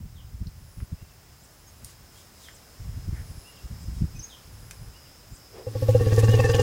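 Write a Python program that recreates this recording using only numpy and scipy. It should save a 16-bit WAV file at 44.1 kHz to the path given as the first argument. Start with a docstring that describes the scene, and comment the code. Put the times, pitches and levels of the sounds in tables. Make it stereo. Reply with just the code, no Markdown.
"""Wind buffets the microphone in an open meadow, where insects sing, small birds chirp and stalks tick.
Near the end, an elephant close by starts a loud, throbbing rumble: slow vocal-fold pulses
ring its long throat and trunk, and a rasping puff of air follows each pulse.
A steady, crackly hiss and rustle is heard during the call."""
import sys
import numpy as np
from scipy import signal
from scipy.fft import rfft, irfft, next_fast_len
from scipy.io import wavfile
from scipy.ndimage import uniform_filter1d

SR = 44100
rng = np.random.default_rng(int(sys.argv[2]) if len(sys.argv) > 2 else 0)


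def put_to_file(sound):
    """Save the sound as 16-bit audio at rate SR, in the file named by the first command-line argument."""
    columns = np.atleast_2d(sound).T  # one column per channel
    safe = np.clip(columns, -1, 1)
    whole_steps = np.round(safe * 32767)
    wavfile.write(sys.argv[1], SR, whole_steps.astype(np.int16))


N = 291942
TIME = np.arange(N) / SR


def from_db(db):
    """Decibels to gain."""
    return 10 ** (np.asarray(db) / 20)


def rms_one(x):
    """Scale to unit power."""
    return x / np.sqrt(np.mean(x ** 2) + 1e-20)


def automation(rows):
    """One curve per column, drawn through breakpoints whose first column is time."""
    times, *columns = np.transpose(rows)
    return [np.interp(TIME, times, column) for column in columns]


def at_hz(points, hz):
    """Read a curve on a log-frequency axis."""
    freqs, values = np.transpose(points)
    return np.interp(np.log(hz), np.log(freqs), values)


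def swells(rows, steepness=1):
    """Power of rounded swells (peak s, dB, length s) that rise steepness times faster than they fall."""
    power = np.zeros(N)
    for peak, db, length in rows:
        near = slice(*np.searchsorted(TIME, [peak - 2 * length, peak + 2 * length]))
        offset = 2 * (TIME[near] - peak) / length
        power[near] += from_db(db) ** 2 * np.exp(-np.where(offset < 0, steepness * offset, offset) ** 2)
    return power


def drift(rate):
    """Random modulation that glides to a new value rate times a second."""
    knots = rng.standard_normal(N // 20)
    return np.interp(TIME * rate, np.arange(len(knots)), knots)


def ring(clicks, hz, t60):
    """A unit click sets a sine of height 1 ringing."""
    r, w = from_db(-60 / (t60 * SR)), 2 * np.pi * hz / SR
    return signal.lfilter([0, np.sin(w)], [1, -2 * r * np.cos(w), r * r], clicks + 1e-18)


def noise_band(hz, width_hz, passes=1, shape=(2, N)):
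    """White noise sent through a resonance one or more times; rms 1."""
    r, w = np.exp(-np.pi * width_hz / SR), 2 * np.pi * hz / SR
    band = rng.standard_normal(shape)
    for _ in range(passes):
        band = signal.lfilter([1, 0, -1], [1, -2 * r * np.cos(w), r * r], band)
    return rms_one(band)


# Outdoor stereo image, wider towards the top. Each row: frequency in Hz, left-right correlation.
OUTDOOR_LIKENESS = [(130, 1), (300, 0.45), (3100, 0.39), (15000, 0.08)]

def noise(spectrum, likeness=OUTDOOR_LIKENESS, patchy_db=0):
    """Stereo noise in half-octave bands that follow a spectrum and may each swell on their own; rms 1."""
    low, high = spectrum[0][0], min(spectrum[-1][0], SR * .4)
    edges = np.geomspace(low, high, int(2 * np.log2(high / low)) + 2)
    out, white = 0, rng.standard_normal((2, 2, N))
    for k, band in enumerate(zip(edges, edges[1:])):
        mid, side = signal.sosfilt(signal.butter(2, band, "band", fs=SR, output="sos"), white[k % 2])
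        hz = np.sqrt(band[0] * band[1])
        alike = np.clip(at_hz(likeness, hz), -1, 1)
        gain = from_db(at_hz(spectrum, hz) + (patchy_db * drift(35) if patchy_db else 0))
        out = out + gain * (np.sqrt(1 + alike) * mid + np.sqrt(1 - alike) * side * [[1], [-1]])
    return rms_one(out)


def pan(x, left_db):
    """Make the left side louder than the right by left_db."""
    return x * from_db([[left_db / 2], [-left_db / 2]])


def lag_right(left, right, lag_s=0.00077):
    """Sound comes a little later on the right side."""
    return np.array([left, np.interp(TIME - lag_s, TIME, right)])


def scatter(x, t60):
    """Bushes and trees return a thin, dying cloud of echoes, different on each side."""
    age = TIME[:SR]
    echoes = rng.standard_normal((2, SR)) * from_db(-60 * age / t60) * (1 - np.exp(-age / 0.0015))
    return signal.fftconvolve(x[None], echoes / np.sqrt(np.sum(echoes ** 2) / 2), axes=1)[:, :N]


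# Tone of the hush. Each row: frequency in Hz, relative level in dB.
HUSH_SPECTRUM = [(60, 11.5), (300, 4.5), (1500, 0.5), (2600, -1.5), (4000, -3), (6500, -2.5), (12000, -6),
                 (15500, -7)]
# Its fader ride. Each row: time in seconds, relative level in dB.
HUSH_RIDE = [(0.0, -57), (3.3, -51), (5.5, -52.5)]

def meadow_hush():
    """A soft, wide bed of noise under everything."""
    ride_db, = automation(HUSH_RIDE)
    return pan(from_db(ride_db + 1.5) * lag_right(*noise(HUSH_SPECTRUM), lag_s=0.00015), -1.84)


# The trill's carrier and wing-beat side tones. Each row: frequency in Hz, relative level in dB.
CRICKET_TONES = [(4880, -1.5), (5010, 1.5), (5150, -0.5), (5290, -1), (5432, 0)]
# The trill's fader ride. Each row: time in seconds, level in dB.
CRICKET_RIDE = [(0, -66.5), (3.7, -56), (4.6, -59.5), (5.5, -55.5)]
# Grasshopper phrases. Each row: start in seconds, length in seconds, centre in Hz, level in dB.
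GRASSHOPPER_PHRASES = [(0.514, 0.35, 10360, -64), (1.35, 0.56, 10660, -67.5), (3.048, 0.476, 10760, -59.5),
                       (4.35, 0.54, 10990, -62)]

def insects(wing_hz=140):
    """Far crickets trill, bush crickets sizzle on the left, grasshoppers swell and stop on the right."""
    trill_db, = automation(CRICKET_RIDE)
    trill = rms_one(sum(from_db(db) * noise_band(hz, width_hz=14) for hz, db in CRICKET_TONES))
    sizzle = from_db(-63) * noise_band(15300, width_hz=1300)
    out = from_db(trill_db) * trill + pan(sizzle, 2.5)
    strokes = 1 + 0.55 * np.sin(2 * np.pi * wing_hz * TIME)
    for start, length, hz, db in GRASSHOPPER_PHRASES:
        progress = (TIME - start) / length
        swell = np.clip(2 * progress, 0, 1) * (progress < 1)
        out += from_db(db) * swell * strokes * pan(noise_band(hz, width_hz=750, passes=2), -6.5)
    return out


# A hoarse call. Each row: peak time in seconds, level in dB, length in seconds.
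FAR_BIRD_CALLS = [(3.18, -50, 0.069)]

def far_bird():
    """A distant bird's hoarse call arrives as a soft blur."""
    return np.sqrt(swells(FAR_BIRD_CALLS)) * noise_band(1760, width_hz=670, passes=2)


# The notes of each named song. Each row: delay in seconds, length in seconds, loudest moment as a
# share of the length, then evenly spaced pitches as ratios to the bird's pitch.
SONG_NOTES = {"sweep": [(0, 0.072, 1, 0.82, 0.89, 0.94, 0.94, 1.13, 0.69)],
              "slur": [(0, 0.095, 0.42, 1.27, 0.96, 0.8)], "rise": [(0, 0.055, 0.55, 1, 1, 1.2)],
              "two notes": [(0, 0.104, 0.41, 0.903, 1, 0.93), (0.12, 0.045, 0.52, 1.5, 0.97, 0.92)],
              "peep": [(0, 0.038, 0.54, 0.98, 0.99)],
              "flourish": [(0.0036, 0.028, 0.15, 0.98, 0.97, 0.83, 0.75, 0.7),
              (0.028, 0.041, 0.69, 0.7, 0.86, 1.03, 0.99, 1.05, 0.99, 0.97)]}
# Small birds' cues. Each row: start in seconds, song name, pitch in Hz, level in dB.
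BIRD_CUES = [(0.137, "slur", 3280, -52), (0.96, "two notes", 2790, -61), (1.39, "sweep", 7700, -57),
             (1.66, "peep", 6600, -55), (2.143, "rise", 3270, -52.5), (2.41, "slur", 3410, -47),
             (2.498, "sweep", 7700, -54), (3.434, "two notes", 2874, -49), (3.775, "sweep", 7800, -58),
             (4.145, "peep", 2554, -50.5), (4.148, "peep", 6200, -51), (4.187, "flourish", 6380, -38.5),
             (4.275, "slur", 3375, -44), (4.918, "two notes", 2930, -55), (5.3, "sweep", 7750, -53.5)]

def birds(waver=0.0053, echo_db=-4):
    """Wavering whistles glide through their pitches, reach the left side first and echo off trees."""
    song, wobble = np.zeros(N), drift(900)
    for start, name, pitch_hz, db in BIRD_CUES:
        for delay, length, loudest, *glide in SONG_NOTES[name]:
            on = (TIME >= start + delay) & (TIME < start + delay + length)
            progress = (TIME[on] - start - delay) / length
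            ratio = np.interp(progress, np.linspace(0, 1, len(glide)), glide)
            hz = pitch_hz * ratio * (1 + waver * wobble[on])
            swell = np.sin(np.interp(progress, [0, loudest, 1], [0, np.pi / 2, np.pi])) ** 1.53
            song[on] += from_db(db) * np.sqrt(2) * swell * np.sin(2 * np.pi * np.cumsum(hz) / SR)
    direct = lag_right(song, song, lag_s=0.00013)
    return pan(direct, -3.2) + from_db(echo_db) * scatter(song, t60=0.35)


# Dry stalks. Each row: start in seconds, level in dB, centre in Hz, width as a multiple of the centre.
STALK_SNAPS = [(0.47, -46, 4350, 0.35), (0.802, -46, 1450, 0.7), (1.846, -33, 6600, 1.7),
               (2.486, -39.5, 1630, 0.55), (4.71, -36, 5870, 1.9), (4.71, -38, 1400, 1.9),
               (6.163, -31.5, 4140, 1.5), (6.195, -33.5, 6000, 1.4)]
# Rustling blades. Each row: peak time in seconds, level in dB, length in seconds.
BLADE_RUSTLES = [(1.89, -51.5, 0.07), (2.19, -54, 0.084), (2.44, -52, 0.089), (3.97, -55.5, 0.083),
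                 (6.197, -35, 0.021)]
# Tone of the blades. Each row: frequency in Hz, relative level in dB.
BLADE_SPECTRUM = [(1000, -15), (7000, -3), (16000, -16)]

def grass(snap_decay_s=0.0026):
    """Stalks snap with a short, broad crack and a quick echo; blades rustle."""
    snaps = np.zeros(N)
    for start, db, hz, breadth in STALK_SNAPS:
        age = np.maximum(TIME - start, 0)
        crack = noise_band(hz, hz * breadth, passes=2, shape=N)
        snaps += from_db(db) * crack * (age > 0) * np.exp(-np.minimum(age / snap_decay_s, 30))
    echoes = from_db(-1.5) * scatter(snaps, t60=0.14)
    rustle = np.sqrt(swells(BLADE_RUSTLES)) * noise(BLADE_SPECTRUM)
    return pan(snaps, -2.5) + echoes + pan(rustle, 2.3)


# Gusts. Each row: start in seconds, length in seconds, level in dB.
WIND_GUSTS = [(0.0, 0.61, -45.5), (1.667, 0.29, -53.5), (2.796, 0.38, -37.5), (3.691, 0.37, -38),
              (4.436, 0.44, -47)]

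def gust_power(breeze_db=-56, attack_s=0.02, release_s=0.091):
    """Each gust rises quickly, holds and dies away over a light breeze."""
    power = from_db(breeze_db) ** 2
    for start, length, db in WIND_GUSTS:
        rise = np.clip((TIME - start) / attack_s, 0, 1)
        fall = np.exp(-np.clip((TIME - start - length) / release_s, 0, 30))
        power = power + (from_db(db) * rise * fall) ** 2
    return power


# The hardest eddies land as single thumps. Each row: peak time in seconds, level in dB.
WIND_BUFFETS = [(0.013, -32), (0.047, -31), (0.344, -33.5), (0.417, -27), (0.472, -29.5), (0.782, -33),
                (0.824, -27.5), (0.929, -28), (1.027, -36.5), (1.841, -41), (2.808, -34), (2.891, -31),
                (2.979, -29.5), (3.087, -25), (3.133, -25.5), (3.205, -31.5), (3.306, -33), (3.371, -33.5),
                (3.653, -31.5), (3.887, -27.5), (3.927, -32), (3.977, -28.5), (4.019, -19), (4.044, -23.5),
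                (4.154, -33.5), (4.196, -31.5), (4.822, -35), (4.88, -36.5), (5.324, -36)]
# The wind's low end. Each row: frequency in Hz, relative level in dB.
WIND_SPECTRUM = [(26, -3.5), (40, -0.5), (60, 3.5), (90, 2.5), (130, -4), (200, -23), (300, -45)]

def wind(buffet_s=0.019, even_s=0.027, lumpy_db=2.5):
    """Lumpy eddies thump on the microphone, left side first; the harder ones also flutter higher up."""
    blowing = gust_power() * from_db(lumpy_db * drift(28)) ** 2
    strength = np.sqrt(blowing + swells([(peak, db, buffet_s) for peak, db in WIND_BUFFETS]))
    eddies = noise(WIND_SPECTRUM, likeness=[(100, 0.97)])
    # level the noise so that gusts and buffets set the dynamics
    eddies /= np.sqrt(uniform_filter1d(np.mean(eddies ** 2, axis=0), int(even_s * SR)))
    flutter = noise([(150, 17), (280, 1.5), (450, -8)], likeness=[(100, 0.16)])
    pressure = strength * eddies + from_db(4) * strength ** 1.576 * flutter
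    return lag_right(*signal.sosfilt(signal.butter(4, 430, fs=SR, output="sos"), pressure))


CALL_START_S = 5.667
CALL_AGE = np.maximum(TIME - CALL_START_S, 0)

def call_build(build_s=0.41):
    """A fade-in gain and a level in dB that builds up as the call goes on."""
    fade_in = np.clip((TIME - CALL_START_S + 0.068) / 0.29, 0, 1)
    return fade_in, -26.5 - 33.5 * np.exp(-CALL_AGE / build_s)


# Tone of the crackly rustle during the call. Each row: frequency in Hz, relative level in dB.
CRACKLE_SPECTRUM = [(150, 18), (330, 16), (700, -1), (6500, -3), (8200, -8), (9700, -6.5), (12000, -7.5),
                    (16000, -10)]

def crackly_rustle(grains_per_s=900, grain_db=2.5):
    """A steady, crackly hiss and rustle during the call."""
    fade_in, build_db = call_build()
    gain = fade_in * from_db(0.15 * build_db - 32.5 + grain_db * drift(grains_per_s))
    return pan(gain * noise(CRACKLE_SPECTRUM, likeness=[(1000, 0.53), (15000, 0.069)], patchy_db=3), -5)


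def fold_cycles(start_hz=9.71, settled_hz=15.56, settle_s=0.1023, creep_hz_per_s=5.14):
    """Vocal-fold cycles since the call began: the folds start slowly, settle, then creep faster."""
    rate = settled_hz - (settled_hz - start_hz) * np.exp(-CALL_AGE / settle_s) + creep_hz_per_s * CALL_AGE
    cycles = np.cumsum(rate) / SR
    return cycles - np.interp(CALL_START_S, TIME, cycles)


def fold_pulses():
    """A unit click at each closing of the folds."""
    return np.diff(np.floor(np.maximum(fold_cycles(), -.5)), prepend=-1)


def bursts(resonances, level_db, delay_s, shimmer_db, bend_hz, steepness, jitter_s=0, waver=0, stretch=1):
    """Resonances swell around each pulse; soft tissue varies their pitch, timing and strength."""
    out, closings = np.zeros(N), np.flatnonzero(fold_pulses() > 0)
    for hz, length, db in resonances:
        chance = rng.standard_normal((len(closings), 2))
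        rows = [(i / SR + delay_s + jitter_s * abs(late), level_db[i] + db + shimmer_db * stress, length)
                for i, (late, stress) in zip(closings, chance)]
        bend = waver * hz * drift(30) + bend_hz * drift(200)
        out += np.sqrt(swells(rows, steepness)) * np.sin(2 * np.pi * np.cumsum(hz * stretch + bend) / SR)
    return out


def airway(x, lowest_hz=162.3, echo=0.46):
    """A long pipe echoes with its sign flipped, stressing odd multiples of its lowest resonance."""
    size = next_fast_len(N + SR)
    round_trip = np.exp(-1j * np.pi * np.arange(size // 2 + 1) * SR / size / lowest_hz)
    return irfft(rfft(x, size) / (1 + echo * round_trip), size)[:, :N]


# Trunk resonances. Each row: frequency in Hz, burst length in seconds, relative level in dB.
TRUNK_RESONANCES = [(460, 0.054, 3.5), (806, 0.024, -7), (1125, 0.031, -6), (1604, 0.022, -10),
                    (1805, 0.027, -2.5), (2760, 0.026, -5), (4930, 0.022, -13)]

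def elephant_breath(throb_db=6, rasp_db=4, dulling=0.21, pivot_hz=1000):
    """Turbulent air follows each pulse: it rasps in the trunk and puffs at the opening."""
    fade_in, air_db = call_build()
    effort_db = air_db - air_db.max()  # 0 at the height of the call
    cycles = fold_cycles()

    def throb(db, lag_cycles):
        """The airflow surges a little after each pulse."""
        return fade_in * from_db(air_db + db + throb_db * np.cos(2 * np.pi * (cycles - lag_cycles)))

    # weak airflow leaves the resonances above the pivot dull
    trunk = sum(bursts([(hz, length, db)], air_db + dulling * np.log(hz / pivot_hz) * effort_db,
                       delay_s=0.005, shimmer_db=3, bend_hz=35.96, steepness=0.99,
                       jitter_s=0.0042, waver=0.022)
                for hz, length, db in TRUNK_RESONANCES)
    trunk *= from_db(rasp_db * drift(260))
    # harder blowing breaks into a roar that fills the airway
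    roar_gain = throb(-9, lag_cycles=0.16) * from_db(effort_db + rasp_db * drift(300))
    roar_spectrum = [(300, 9), (450, 14), (900, 15.5), (1400, 2), (3300, 8.5), (4800, -3)]
    roar = airway(roar_gain * noise(roar_spectrum, likeness=[(1000, 0.52)], patchy_db=3))
    jet = noise_band(5730, width_hz=3700, passes=2)
    spray = rms_one(airway(jet + jet.mean(axis=0))) * from_db(rasp_db * drift(300))
    puffs = throb(-14, lag_cycles=0.28) * spray
    # a faint flutter in the throat comes just before the first pulse
    flutter = np.sqrt(swells([(5.585, -43, 0.071)])) * noise_band(435, width_hz=93, shape=N)
    return pan(trunk + roar + flutter, -4) + pan(puffs, -5)


# Deep modes of the throat and trunk, then the throat's higher ones.
# Each row: frequency in Hz, relative level in dB, seconds to fall by 60 dB.
DEEP_MODES = [(110.2, 6, 0.34), (79, -31, 0.017), (36.7, -45, 0.082)]
HIGH_MODES = [(288, -11, 0.1), (523.6, -13.5, 0.18), (1118, -26.5, 0.21)]
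# Mouth resonances. Each row: nominal frequency in Hz, burst length in seconds, relative level in dB.
MOUTH_RESONANCES = [(497, 0.017, 0), (806, 0.026, -20.5)]
# The mouth's movement. Each row: time in seconds, level in dB, lower resonance in Hz.
MOUTH_RIDE = [(5.67, -24.5, 501.7), (5.82, -22.5, 505), (5.89, -14.5, 501.4), (5.95, -13.5, 495),
              (6.005, -17, 470.5), (6.12, -23.5, 505.5), (6.175, -13.5, 463.8), (6.23, -19, 491),
              (6.285, -30, 459.3), (6.34, -18, 479), (6.39, -16, 488), (6.54, -16.5, 473.6),
              (6.59, -10, 481.4)]
# A brief low grunt. Each row: peak time in seconds, level in dB, length in seconds.
GRUNTS = [(6.29, -26, 0.022)]

def elephant_rumble(rise_db=15, attack_s=0.22, lead_s=0.0019, soft_hz=132, grunt_hz=209):
    """Each pulse of the vocal folds rings the deep modes and swells in the mouth resonances."""
    drive_db = -16 - rise_db * np.maximum(1 - CALL_AGE / attack_s, 0)
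    pulses = fold_pulses() * from_db(drive_db)
    # the flow swells softly just before the folds snap shut
    early = np.interp(TIME + lead_s, TIME, pulses)
    push = signal.sosfilt(signal.butter(3, soft_hz, fs=SR, output="sos"), early)
    boom = sum(from_db(db) * ring(push, hz, t60) for hz, db, t60 in DEEP_MODES)
    overtones = sum(from_db(db) * ring(pulses, hz, t60) for hz, db, t60 in HIGH_MODES)
    mouth_db, mouth_hz = automation(MOUTH_RIDE)
    mouth = bursts(MOUTH_RESONANCES, mouth_db, delay_s=0.0051, shimmer_db=2, bend_hz=16.1,
                   steepness=2.9, stretch=mouth_hz / MOUTH_RESONANCES[0][0])
    grunt = np.sqrt(swells(GRUNTS)) * np.sin(2 * np.pi * grunt_hz * TIME)
    return pan(lag_right(boom, boom), -.5) + pan(overtones + mouth + grunt, -3.1)


def scene():
    """The elephant, the meadow around it and the wind at the microphone."""
    bed = meadow_hush()
    elephant = elephant_rumble() + elephant_breath()
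    return bed + elephant + crackly_rustle() + wind() + birds() + far_bird() + insects() + grass()


def record(dry):
    """The microphone loses the deepest bass, and the top is cut steeply."""
    thinned = signal.sosfilt(signal.butter(2, 24, "high", fs=SR, output="sos"), dry)
    return signal.sosfilt(signal.ellip(10, .1, 80, 15830, fs=SR, output="sos"), thinned)


dry = scene()
out = record(dry)
put_to_file(out)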